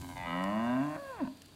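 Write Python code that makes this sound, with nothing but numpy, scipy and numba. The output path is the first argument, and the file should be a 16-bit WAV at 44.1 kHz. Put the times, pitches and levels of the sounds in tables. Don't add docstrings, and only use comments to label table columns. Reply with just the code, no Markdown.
import sys
import numpy as np
from scipy import signal
from scipy.fft import rfft, irfft
from scipy.io import wavfile
from scipy.ndimage import uniform_filter1d
from numba import njit

SR = 44100
rng = np.random.default_rng(int(sys.argv[2]) if len(sys.argv) > 2 else 0)


def persist_wave(psi):
    counts = np.round(np.clip(psi, -1, 1) * 32767).astype(np.int16)
    wavfile.write(sys.argv[1], SR, np.atleast_2d(counts).T)


N = 68355
T = np.arange(N) / SR


def from_db(db):
    return 10 ** (np.asarray(db) / 20)


def rms_one(x):
    return x / np.sqrt(np.mean(x ** 2) + 1e-20)


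def in_time(rows):
    s, *columns = np.transpose(rows)
    return [np.interp(T, s, c) for c in columns]


def cut(x, hz, kind, order=2):
    safe_hz = np.clip(hz, 10, .45 * SR)
    return signal.sosfilt(signal.butter(order, safe_hz, kind, fs=SR, output="sos"), x + 1e-18)


def noise():
    return rng.standard_normal(N)


def drift(hz):
    return rms_one(cut(rng.standard_normal(2 * N), hz, "low")[N:])


def fade(seconds, length_s):
    return .5 + .5 * np.tanh(2 * seconds / length_s)


@njit
def two_pole(x, w, r):
    y = np.zeros(len(x))
    for i in range(2, len(x)):
        drive = (1 - r * r) / 2 * (x[i] - x[i - 2])
        y[i] = drive + 2 * r * np.cos(w[i]) * y[i - 1] - r * r * y[i - 2]
    return y


def resonate(x, hz, width_hz):
    return two_pole(x, 2 * np.pi * hz / SR * np.ones(N), np.exp(-np.pi * width_hz / SR))


def even(x):
    power = uniform_filter1d(uniform_filter1d(x * x, size=1000), size=700)
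    return x / np.sqrt(np.abs(power) + 1e-14)


# [t/s, f/Hz]
CHEST_PITCH = [(0, 93.75), (.045, 87.77), (.085, 88.42), (.202, 90.72), (.266, 83.96), (.298, 84),
               (.375, 89.9), (.45, 95.75), (.598, 113.1), (.724, 125), (.796, 133.2), (.836, 145.3),
               (.902, 151.1), (.945, 153.4), (.97, 170.4)]
# [t/s, pitch jitter/share, turbulence level/dB re pulses]
HOARSENESS = [(0, .035, -8), (.13, .02, -10), (.17, .003, -15), (.45, .003, -11), (.73, .004, -8),
              (.755, .022, 0), (.785, .008, -6), (.82, .014, -3), (.87, .014, -3), (.92, .006, -7),
              (.96, .02, -4)]
JITTER_LOW_HZ, JITTER_HIGH_HZ = 22.3, 83
PUFF_SHARPNESS, PUFF_LAG_RAD = 2.5, 0.68


def vocal_folds():
    (hz,), (jitter, rasp_db) = in_time(CHEST_PITCH), in_time(HOARSENESS)
    wobble = jitter * rms_one(cut(drift(JITTER_HIGH_HZ), JITTER_LOW_HZ, "high"))
    phase = 2 * np.pi * np.cumsum(hz * (1 + wobble)) / SR
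    pulses = rms_one(sum(np.cos(k * phase) for k in range(1, 60)))
    puffs = rms_one(noise() * np.exp(PUFF_SHARPNESS * np.cos(phase - PUFF_LAG_RAD)))
    return pulses, puffs, rasp_db


POSE_S = (.1, .22, .28, .5, .7, .9)
NOSE_POSE_HZ = (280.5, 210, 212, 206.7, 224, 223.23)
NOSE_WIDTH_HZ, NOSE_TOP_HZ = 115, 335.1


def nose(pulses):
    hz = np.interp(T, POSE_S, NOSE_POSE_HZ)
    rung = resonate(resonate(pulses, hz, NOSE_WIDTH_HZ), hz, NOSE_WIDTH_HZ)
    return even(cut(rung, NOSE_TOP_HZ, "low", order=10))


# [width/Hz, centre f/Hz per pose, level/dB per pose]
FORMANTS = [ (65.3, (555, 565, 541.7, 610, 644, 637.3), (-8.5, -10, -3, -1.5, 2.5, 3)),
            (156, (762, 770, 800, 765, 731.5, 728), (-5, -3, -6.5, -8.5, -4, -4)),
            (69.9, (1012, 900, 1017.7, 1040, 1014.4, 1042), (0, 0, 0, -1, 0, -1)),
            (44.5, (1270, 1171, 1282, 1323, 1299.3, 1310), (-16, -13, -1, -11, -18.5, -27.5)),
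            (129, (1330, 1437, 1380, 1330, 1406, 1357), (-31.5, -19, -29.5, -21, -51, -26)),
            (64.8, (1560, 1614, 1556, 1570, 1576, 1578.4), (-6, -15, -8, -19, -5.5, -7.5)),
            (64.8, (2167, 1994, 1985, 1830, 1880, 1812), (-8, -2.5, -3, -9.5, -12.5, -10.5)),
            (185.5, (2460, 2520, 2300, 2291, 2280, 2480), (-26, -14, -10.5, -26, -23, -26)),
            (92.6, (3060, 2887, 2910, 2904, 2790, 2716), (-11.5, -21, -9, -16.5, -14.5, -17)),
            (83.3, (3870, 3430, 3520, 3440, 3540, 3300), (-11.5, -16, -16.5, -27, -21, -23))]
MOUTH_LOW_CUT_HZ, MOUTH_TOP_HZ = 462, 3890


def throat(x):
    signs = [1, -1, 1, -1, 1, -1, 1, -1, -1, -1]
    out = np.zeros(N)
    for sign, (width_hz, pose_hz, pose_db) in zip(signs, FORMANTS):
        driven = x * from_db(np.interp(T, POSE_S, pose_db))
        out += sign * resonate(driven, np.interp(T, POSE_S, pose_hz), width_hz)
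    return cut(cut(out, MOUTH_LOW_CUT_HZ, "high", order=8), MOUTH_TOP_HZ, "low", order=3)


# [t/s, nose level/dB, mouth level/dB]
EFFORT = [(0, -51, -55), (.045, -46, -50), (.082, -52, -57.5), (.09, -49.5, -49), (.125, -49.5, -48),
          (.15, -79, -57), (.163, -53, -43.5), (.25, -56, -41), (.275, -46, -39), (.33, -39, -37.5),
          (.45, -35.5, -36.5), (.6, -34, -38), (.72, -31, -37), (.805, -30, -39), (.88, -37, -42.5),
          (.948, -46, -41.5), (.97, -38.5, -43)]
# [t/s, level/dB re mouth]
AIR = [(.1, -20), (.3, -40), (.55, -36), (.66, -30), (.78, -39), (.85, -27), (.97, -29)]
AIR_HZ, AIR_WIDTH_HZ = 6800, 3000
SHIMMER_DB, SHIMMER_HZ = 1, 50
GROUND_DB, GROUND_DELAY_S = -18.5, 0.00308
START_S, START_FADE_S = 0.004, 0.036
BREAK_S, BREAK_FADE_S = .968, 0.005


def chest_voice():
    pulses, puffs, rasp_db = vocal_folds()
    nose_db, mouth_db = in_time(EFFORT)
    shimmering = pulses * from_db(SHIMMER_DB * drift(SHIMMER_HZ))
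    mouth = even(throat(shimmering + from_db(rasp_db) * puffs))
    mouth = mouth + from_db(GROUND_DB) * np.interp(T - GROUND_DELAY_S, T, mouth)
    hiss = rms_one(resonate(resonate(puffs, AIR_HZ, AIR_WIDTH_HZ), AIR_HZ, AIR_WIDTH_HZ))
    air = from_db(in_time(AIR)[0]) * hiss
    voice = from_db(nose_db) * nose(pulses) + from_db(mouth_db) * (mouth + air)
    return voice * fade(T - START_S, START_FADE_S) * fade(BREAK_S - T, BREAK_FADE_S)


# [t/s, f/Hz, partial 1 level/dB, partial 2 level/dB, partial 3 level/dB]
FALSETTO = [(.965, 553, -48, -59, -58), (.99, 560.8, -45.5, -53.5, -57), (1.024, 560.7, -47.5, -53.5, -60),
            (1.08, 545.5, -48.5, -52, -50.5), (1.104, 534, -42.5, -49, -53),
            (1.13, 504.2, -51.5, -44.5, -54), (1.165, 445.3, -54, -52.5, -57.5),
            (1.188, 388, -59, -51, -58), (1.208, 332.2, -41, -42.5, -38), (1.222, 282.4, -31, -43, -52.5),
            (1.233, 265.6, -29.5, -46, -68), (1.25, 198, -34.5, -93, -69)]
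# [t/s, level/dB each]
OVERTONES = [(.97, -60), (1.08, -46), (1.14, -46.5), (1.17, -46), (1.205, -40.5), (1.225, -51),
             (1.248, -47)]
FALSETTO_JITTER_SHARE, FALSETTO_JITTER_HZ, FALSETTO_FADE_S = 0.0075, 96.6, 0.012
OVERTONE_BLUR_RAD, OVERTONE_BLUR_HZ = 0.14, 300


def falsetto():
    hz, *levels_db = in_time(FALSETTO)
    wobble = FALSETTO_JITTER_SHARE * drift(FALSETTO_JITTER_HZ)
    phase = 2 * np.pi * np.cumsum(hz * (1 + wobble)) / SR
    tone = np.sqrt(2) * sum(from_db(db) * np.sin(k * phase) for k, db in enumerate(levels_db, 1))
    blurred = phase + OVERTONE_BLUR_RAD * drift(OVERTONE_BLUR_HZ)
    upper = np.sqrt(2) * sum(np.sin(k * blurred) for k in range(4, 12))
    overtones = from_db(in_time(OVERTONES)[0]) * throat(upper)
    end_s = FALSETTO[-1][0]
    return (tone + overtones) * fade(T - BREAK_S, BREAK_FADE_S) * fade(end_s - T, FALSETTO_FADE_S)


# [t/s, level/dB]
EXHALE = [(.9, -95), (.965, -43), (1.0, -56), (1.16, -58.5), (1.21, -54), (1.28, -52.5), (1.3, -97),
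          (1.36, -73)]
# [t/s, level/dB]
FLAPS = [(1.252, -44), (1.275, -43)]
# [f/Hz, level/dB re flap, t60/s]
FLAP_MODES = [(262.2, 7.5, 0.13), (612, -7, 0.12), (952, 1.5, 0.042), (1526, -4.5, 0.033),
              (1820, -18, 0.031), (2574, -3, 0.0069)]


def grunt():
    out = from_db(in_time(EXHALE)[0]) * rms_one(throat(noise()))
    for s, db in FLAPS:
        age = np.maximum(T - s, 0)
        for hz, mode_db, t60_s in FLAP_MODES:
            out += from_db(db + mode_db - 60 * age / t60_s) * np.sin(2 * np.pi * hz * age)
    return out


# [delay t/s, level/dB before the low-pass]
ECHOES = [(.042, -20), (0.073, -26.5), (0.106, -24)]
ECHOES_TOP_HZ = 595
TAIL_DB, TAIL_T60_S, TAIL_TOP_HZ, TAIL_DELAY_S = -13.5, 0.44, 2200, 0.017


def scatter(x):
    decay = (T > TAIL_DELAY_S) * from_db(-60 * T / TAIL_T60_S)
    tail = cut(noise() * decay, TAIL_TOP_HZ, "low")
    tail = tail / np.sqrt(np.sum(tail ** 2) * SR / (2 * TAIL_TOP_HZ))
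    delayed = sum(from_db(db) * np.interp(T - s, T, x, left=0) for s, db in ECHOES)
    echoes = cut(delayed, ECHOES_TOP_HZ, "low")
    return echoes + from_db(TAIL_DB) * signal.fftconvolve(x, tail)[:N]


# [t/s, level/dB before TICK_TRIM_DB]
TICKS = [(0.0153, -37.5), (.088, -45), (0.1778, -42.5), (0.4391, -34.5), (1.371, -48.5), (1.4192, -38.5),
         (1.459, -44), (1.484, -53)]
TICK_TRIM_DB, TICK_DECAY_S, TICK_BAND_HZ = -7, 0.0025, [1080, 9720]
# [t/s, level/dB]
RUSTLE = [(0, -60), (.06, -59), (.13, -62), (.22, -65.5), (.7, -68.5), (1.1, -65.5), (1.55, -104)]
RUSTLE_BAND_HZ, GRAIN_DB, GRAIN_HZ = [5090, 12040], 2.24, 170


def ticks():
    bursts = np.zeros(N)
    for s, db in TICKS:
        bursts += from_db(db + TICK_TRIM_DB) * (T >= s) * np.exp(-np.abs(T - s) / TICK_DECAY_S)
    snaps = bursts * rms_one(cut(noise(), TICK_BAND_HZ, "band"))
    grainy = noise() * from_db(GRAIN_DB * drift(GRAIN_HZ))
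    grains = rms_one(cut(grainy, RUSTLE_BAND_HZ, "band", order=1))
    return snaps + from_db(in_time(RUSTLE)[0]) * grains


# [t/s, level/dB]
WIND = [(0, -46), (.06, -51), (.13, -50.5), (.24, -50.5), (.38, -58), (.46, -55), (.54, -57), (.7, -53.5),
        (.83, -71.5), (1.0, -73), (1.24, -53), (1.35, -84), (1.55, -78)]
WIND_BAND_HZ = [45.6, 162]


def wind():
    return from_db(in_time(WIND)[0]) * rms_one(cut(noise(), WIND_BAND_HZ, "band"))


# [t/s, level/dB]
HUM_LEVEL = [(0, -48), (.3, -56), (.7, -63), (.9, -63), (1.3, -69), (1.42, -59.5), (1.55, -61.5)]
# [f/Hz, level/dB re hum]
HUM_PARTIALS = [(91, -4), (183, -16.5), (275, -13.5)]


def hum():
    clock_s = T + np.cumsum(0.017 * drift(8)) / SR
    out = np.zeros(N)
    for hz, db in HUM_PARTIALS:
        out += np.sqrt(2) * from_db(db + 2 * drift(4.1)) * np.sin(2 * np.pi * hz * clock_s)
    return from_db(in_time(HUM_LEVEL)[0]) * out


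# [f/Hz, relative level/dB per Hz]
FIELD = [(30, -7), (90, 1.5), (270, 6), (420, -3.5), (1000, -9.5), (2000, -13.5), (3300, -9.5), (4100, -8),
         (4750, -5.5), (5100, -18.5), (8000, -16.5), (13000, -21.5), (15500, -27)]
FIELD_DB = -58.5


def field():
    hz, db = np.transpose(FIELD)
    bin_hz = np.arange(N // 2 + 1) * SR / N
    colour = from_db(np.interp(np.log(bin_hz + 1), np.log(hz), db))
    return from_db(FIELD_DB) * rms_one(irfft(rfft(noise()) * colour, N))


def scene():
    cow = chest_voice() + falsetto() + grunt()
    return (cow + scatter(cow) + ticks() + wind() + hum() + field())[None]


def record(dry):
    return signal.sosfilt(signal.ellip(10, .1, 70, 15750, fs=SR, output="sos"), dry)


dry = scene()
out = record(dry)
persist_wave(out)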